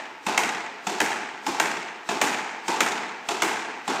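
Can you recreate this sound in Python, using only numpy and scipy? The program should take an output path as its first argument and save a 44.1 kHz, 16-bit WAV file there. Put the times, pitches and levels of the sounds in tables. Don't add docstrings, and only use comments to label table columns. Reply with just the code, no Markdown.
import sys
import numpy as np
from scipy import signal
from scipy.fft import rfft, irfft
from scipy.io import wavfile

SR = 44100
rng = np.random.default_rng(int(sys.argv[2]) if len(sys.argv) > 2 else 0)


def store_pcm(level_fs):
    pcm = np.round(np.clip(level_fs, -1, 1) * 32767).astype(np.int16)
    wavfile.write(sys.argv[1], SR, np.atleast_2d(pcm).T)


N = 176400

# start in seconds, pock in dB, reverberation in dB, string pitch in Hz,
# string ring in dB, frame pitch in Hz, frame ring in dB, ticks in dB, boom in Hz, boom in dB,
# boom peak in seconds, treble in dB, front-wall echo in dB, swish in dB. 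All levels are relative.
STROKES = [(-.34, 0, -1.5, 850, -2, 2570, 0, 0, 330, -2, .034, -1, -8, 9),
           (.2650, 0.5, 3, 884, -2.5, 2614, 1.5, -2, 320, -2, .036, -2.5, -9, 1.5),
           (0.8681, 1.5, -1.5, 742, -4.5, 2530, 0.5, -3.5, 390, 2, 0.054, 2, -9.5, 2.5),
           (1.4649, 1, 0, 852, 1.5, 2520, -20, -1, 308, 4, 0.027, 1, -7.5, 3.5),
           (2.0886, 1.5, 0.5, 698, -2, 2590, -2, -12, 371, 2, 0.039, -1, -13, 2.5),
           (2.6807, 0.5, 2.5, 886, 4.5, 2430, -5, 1.5, 303, 0, 0.013, -1.5, -6, 5),
           (3.2871, 0.5, 0, 701, -1, 2610, -0.5, 4.5, 350, -1.5, .046, 1.5, -9, 1),
           (3.878, 0, 2.5, 814, 2, 2483, -2, -2, 324, 3, .024, -3.5, -6, 1)]
# start in seconds, crack in dB, reverberation in dB, ball ring in Hz, ring in dB,
# boom in Hz, boom in dB, boom peak in seconds, treble in dB, bloom in Hz, bloom in dB,
# side-wall echo delay in seconds, its level in dB, late echo delay in seconds, its level in dB.
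SLAPS = [(-.23, -1, -4.5, 1760, -3, 350, 1.5, .028, -5.5, 880, -8, .012, -14, .12, -18),
         (0.3772, 1.5, -1, 2177, -9, 370, -4, 0.034, -2.5, 900, 10.5, 0.019, -14, 0.1, -25),
         (1.0032, -3, -0.5, 1730, -2, 354, 3.5, 0.027, -3.5, 1000, -6, 0.011, -6, .125, -10),
         (1.599, 0.5, -1, 1606, 1.5, 300, -3.5, 0.027, -3.5, 850, -12, 0.0058, -14, 0.12, -31),
         (2.2150, -1, 1, 2100, -27, 302, -0.5, 0.041, -2.5, 890, -4, 0.0084, -9, .13, -11),
         (2.8056, 1.5, 0, 1716, -1, 320, -8, 0.026, -3.5, 940, 4, .0095, -13, .114, -22),
         (3.421, -2.5, 0, 1854, -15, 345, 2.5, 0.026, -3, 850, -8, 0.011, -9, 0.2, -17)]

# delay in seconds, level in dB.
SNAPS = [(0, -4.5), (.0016, -3), (.0020, -14), (.0033, -6.5)]
TICKS = [(.0004, -5), (.002, -2), (.0038, -4)]
SLAP_ECHOES = [(0.0131, -13.5), (0.016, -19), (0.0266, -16), (.07, -16), (.079, -16)]
STROKE_ECHOES = [(.0215, -12.5), (.0245, -9.5), (.029, -11), (.039, -24)]

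# multiple of the string or frame pitch, level in dB, 60 dB decay time in seconds.
STRING_MODES = [(0.999, 1, 0.069), (1.24, -6.5, 0.06), (1.5, -19, 0.038), (1.88, -13.5, 0.037)]
FRAME_MODES = [(0.531, -6, 0.038), (0.998, -0.5, 0.04), (1.05, -6.5, 0.045), (1.392, -9, 0.056)]
# frequency in Hz, level in dB, 60 dB decay time in seconds.
SHAFT_MODE = (192, -12, 0.069)

# frequency in Hz, relative spectral density in dB.
AIR_SPECTRUM = [(30, -12), (150, 4), (1000, -7), (5000, -2), (10000, -15), (15000, -14)]
SWISH_SPECTRUM = [(30, -28), (300, 8), (1500, -5), (3500, -2), (6500, -4), (8300, -5.5), (10000, -21),
                  (15000, -19)]
TICK_SPECTRUM = [(30, -50), (800, -35), (2500, 0), (4500, -6), (7300, -2), (10000, -14), (15000, -27)]
CRACK_SPECTRUM = [(30, -35), (100, -36), (200, 5), (550, -26), (800, 6), (1400, -2), (3000, -6),
                  (4800, -12), (7500, -6), (10000, -32), (15000, -29)]
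SNAP_SPECTRUM = [(30, -40), (120, -38), (300, -3), (850, -1.5), (2200, 4.5), (3200, -0.5), (4500, -5.5),
                 (7000, 1), (10000, -14), (15000, -18)]
SMACK_SPECTRUM = [(30, -33), (100, -31), (250, -16), (550, -2), (850, 8), (1200, -2), (1600, 4.5),
                  (2200, 4.5), (4000, -9), (7500, -20), (10000, -27), (15000, -33)]
STROKE_REVERB_SPECTRUM = [(30, -37), (80, -35), (125, -17.5), (180, -13), (260, -3), (420, -2), (570, -7.5),
                          (720, 0), (880, 1), (1100, -2), (1700, -8.5), (2500, -9), (3300, -13),
                          (4700, -14), (7300, -15), (10000, -26.5), (15000, -35)]
SLAP_REVERB_SPECTRUM = [(30, -56), (80, -36.5), (125, -14.5), (165, -12), (200, -4.5), (320, -2.5),
                        (450, -4), (570, -9.5), (720, -1), (880, -0.5), (1100, -5.5), (1700, -4),
                        (2400, -5), (3300, -13), (4500, -16), (6800, -11.5), (8300, -13.5), (10000, -21),
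                        (15000, -24)]

# frequency in Hz, reverberation time in seconds.
COURT_T60 = [(100, 1.2), (300, 1.325), (850, 1.615), (2000, 1.72), (4000, 1.41), (7000, 0.92),
             (10000, 0.56), (15000, 0.39)]
# centre in Hz, width in Hz, level in dB.
COURT_RESONANCES = [(425, 64, -20), (869, 75, -11), (1613, 88, -19)]

SIZE = 65536
AGE = np.arange(SIZE) / SR
FREQ = np.maximum(np.arange(SIZE // 2 + 1) * SR / SIZE, 1)

AIR_DB, STROKE_REVERB_DB, SLAP_REVERB_DB = -65.5, -28, -24
BOOM_WIDTH_HZ, STROKE_BOOM_DB, SLAP_BOOM_DB = 126, -2, -0.5
BLOOM_WIDTH_HZ, SLAP_BLOOM_DB, SLAP_BLOOM_S = 230, -3, 0.016
STRING_BLOOM_DB, STRING_BLOOM_S = -6.5, 0.047
FRONT_ECHO_S, ROUND_TRIP_S, FLUTTER_DB, FLUTTER_LOSS_DB = 0.08, 0.0568, -11, -3
DULLING_HZ, DULLING_S = 11900, 0.068
SCATTER, SCATTER_S = 0.72, 0.0042
SWISH_DB, SWISH_RISE_S, SWISH_FALL_S = -44.5, 0.026, 0.14
CRACK_PEAK_S, TICK_DB, TICK_S = 0.0033, -7.5, 0.00016
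RACKET_RING_DB, RACKET_RISE_S, MODE_SPREAD = -20.5, 0.0029, 0.006
SNAP_DB, SMACK_DB, SMACK_S = 8.5, 7.5, 0.0044
BALL_RING_DB, BALL_PEAK_S, BALL_RING_S = -15, 0.003, 0.0046


def amp(db):
    return 10 ** (np.asarray(db) / 20)


def unit(x):
    return x / np.sqrt(np.sum(x ** 2))


def level_at(spectrum, hz):
    freqs, levels = np.array(spectrum).T
    return np.interp(np.log(hz), np.log(freqs), levels)


def colour(x, spectrum, treble_db=0):
    shelf = FREQ ** 2 / (FREQ ** 2 + 3500 ** 2)
    cepstrum = irfft(np.log(amp(level_at(spectrum, FREQ) + treble_db * shelf)))
    cepstrum[1:SIZE // 2] *= 2
    cepstrum[SIZE // 2 + 1:] = 0
    return irfft(rfft(x) * np.exp(rfft(cepstrum)))


def impulses(rows, jitter):
    out = np.zeros(SIZE)
    for delay_s, db in rows:
        delay_s *= 1 + jitter * rng.standard_normal()
        out[int(abs(delay_s) * SR)] += amp(db)
    return out


def decay(t60):
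    return np.exp(-np.log(1000) * AGE / t60)


def add(out, start_s, x):
    i = int(round(start_s * SR))
    x, i = x[max(-i, 0):], max(i, 0)
    out[i:i + len(x)] += x[:max(N - i, 0)]


def air():
    hz = np.maximum(np.arange(N // 2 + 1) * SR / N, 1)
    hiss = irfft(rfft(rng.standard_normal(N)) * amp(level_at(AIR_SPECTRUM, hz)), N)
    return amp(AIR_DB) * np.sqrt(N) * unit(hiss)


def room_modes(hz, width_hz):
    return irfft(rfft(rng.standard_normal(SIZE)) / (1 + ((FREQ - hz) / width_hz) ** 2) ** 3)


def swell(hz, width_hz, peak_s):
    notes = signal.hilbert(room_modes(hz, width_hz))
    strength = np.abs(notes)
    evened = notes.real / (strength + strength.mean() / 2)
    return unit(evened * (AGE * np.exp(-AGE / peak_s)) ** 2.8)


def reverberation(spectrum, treble_db, build_s, early_db, early_s):
    grain = np.exp(0.24 * np.repeat(rng.standard_normal(SIZE // 32), 32))
    field = rfft(unit(colour(rng.standard_normal(SIZE) * grain, spectrum, treble_db)))
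    for hz, width_hz, db in COURT_RESONANCES:
        field += amp(db) * rfft(unit(room_modes(hz, width_hz)))
    centres = np.log([hz for hz, _ in COURT_T60])
    tail = sum(irfft(field * np.interp(np.log(FREQ), centres, band)) * decay(t60)
               for band, (_, t60) in zip(np.eye(len(centres)), COURT_T60))
    build_up = 1 - np.exp(-(AGE / build_s) ** 2)
    early_lift = 1 + amp(early_db) * np.exp(-AGE / early_s)
    return tail * np.sqrt(SIZE) * build_up * early_lift


def reflection(delay_s, db):
    absorption = abs(delay_s) / DULLING_S * (FREQ / DULLING_HZ) ** 2
    return amp(db) * np.exp(-2j * np.pi * FREQ * delay_s - absorption)


def echoes(x, rows):
    paths = 1 + sum(reflection(s + 0.0004 * rng.standard_normal(), db) for s, db in rows)
    round_trip = np.exp(-2j * np.pi * FREQ * ROUND_TRIP_S - (FREQ / DULLING_HZ) ** 2 / 2)
    echo, specular = amp(FLUTTER_DB), 1
    for _ in range(5):
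        smear = rfft(unit(rng.standard_normal(SIZE) * np.exp(-AGE / SCATTER_S)))
        echo = echo * round_trip
        specular /= np.hypot(1, SCATTER)
        paths += echo * (specular + np.sqrt(1 - specular ** 2) * smear)
        echo *= amp(FLUTTER_LOSS_DB)
    return irfft(rfft(x) * paths)


def swish(lead_s):
    t = AGE - lead_s
    envelope = np.exp(np.minimum(t / SWISH_RISE_S, -t / SWISH_FALL_S))
    return envelope * np.sqrt(SIZE) * unit(colour(rng.standard_normal(SIZE), SWISH_SPECTRUM))


def racket_ring(string_hz, string_db, frame_hz, frame_db):
    modes = [(ratio * string_hz, db + string_db, t60) for ratio, db, t60 in STRING_MODES]
    modes += [(ratio * frame_hz, db + frame_db, t60) for ratio, db, t60 in FRAME_MODES]
    ring = np.zeros(SIZE)
    for hz, db, t60 in modes + [SHAFT_MODE]:
        hz *= 1 + MODE_SPREAD * rng.standard_normal()
        ring += amp(db) * np.sin(2 * np.pi * hz * AGE) * decay(t60)
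    return amp(RACKET_RING_DB) * ring * (1 - np.exp(-AGE / RACKET_RISE_S))


def racket_stroke(pock_db, reverb_db, string_hz, string_db, frame_hz, frame_db, tick_db,
                  boom_hz, boom_db, boom_s, treble_db, echo_db):
    contact = AGE / CRACK_PEAK_S * np.exp(-AGE / CRACK_PEAK_S)
    crack = unit(colour(rng.standard_normal(SIZE) * contact, CRACK_SPECTRUM, treble_db))
    slips = impulses(TICKS, jitter=0.12)
    scrape = rng.standard_normal(SIZE) * np.exp(-AGE / TICK_S)
    ticks = unit(colour(irfft(rfft(slips) * rfft(scrape)), TICK_SPECTRUM))
    pock = crack + amp(TICK_DB + tick_db) * ticks + racket_ring(string_hz, string_db, frame_hz, frame_db)
    tail = reverberation(STROKE_REVERB_SPECTRUM, treble_db, build_s=0.009, early_db=-25, early_s=0.013)
    boom = amp(STROKE_BOOM_DB + boom_db) * swell(boom_hz, BOOM_WIDTH_HZ, boom_s)
    bloom = swell(string_hz, BLOOM_WIDTH_HZ, STRING_BLOOM_S)
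    bloom *= amp(STRING_BLOOM_DB + reverb_db + string_db)
    pock = amp(pock_db) * echoes(pock, STROKE_ECHOES + [(FRONT_ECHO_S, echo_db)])
    return pock + amp(STROKE_REVERB_DB + reverb_db) * tail + boom + bloom


def wall_slap(crack_db, reverb_db, ring_hz, ring_db, boom_hz, boom_db, boom_s, treble_db,
              bloom_hz, bloom_db, side_s, side_db, late_s, late_db):
    snaps = unit(colour(impulses(SNAPS, jitter=0.065), SNAP_SPECTRUM, treble_db))
    squeezed_air = rng.standard_normal(SIZE) * AGE * np.exp(-(AGE / SMACK_S) ** 2)
    smack = unit(colour(squeezed_air, SMACK_SPECTRUM, treble_db))
    crack = amp(SNAP_DB) * snaps + amp(SMACK_DB) * smack
    ring = np.sin(2 * np.pi * ring_hz * AGE) * np.exp(-((AGE - BALL_PEAK_S) / BALL_RING_S) ** 2)
    direct = amp(crack_db) * crack + amp(BALL_RING_DB + ring_db) * ring
    slap = echoes(direct, SLAP_ECHOES + [(side_s, side_db), (late_s, late_db)])
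    tail = reverberation(SLAP_REVERB_SPECTRUM, treble_db, build_s=0.0044, early_db=-10, early_s=0.0051)
    boom = amp(SLAP_BOOM_DB + boom_db) * swell(boom_hz, BOOM_WIDTH_HZ, boom_s)
    bloom = amp(SLAP_BLOOM_DB + bloom_db) * swell(bloom_hz, BLOOM_WIDTH_HZ, SLAP_BLOOM_S)
    return slap + amp(SLAP_REVERB_DB + reverb_db) * tail + boom + bloom


def scene():
    out = air()
    lead_s = 0.15
    for start_s, *tone, swish_db in STROKES:
        add(out, start_s - lead_s, amp(SWISH_DB + swish_db) * swish(lead_s))
        add(out, start_s, racket_stroke(*tone))
    for start_s, *tone in SLAPS:
        add(out, start_s, wall_slap(*tone))
    return out[None]


def record(dry):
    ceiling, low_cut_hz, high_cut_hz = 0.78, 70, 15350
    rounded = ceiling * np.tanh(dry / ceiling)
    thinned = signal.sosfilt(signal.butter(1, low_cut_hz, "high", fs=SR, output="sos"), rounded)
    return signal.sosfilt(signal.ellip(8, 0.2, 70, high_cut_hz, fs=SR, output="sos"), thinned)


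dry = scene()
out = record(dry)
store_pcm(out)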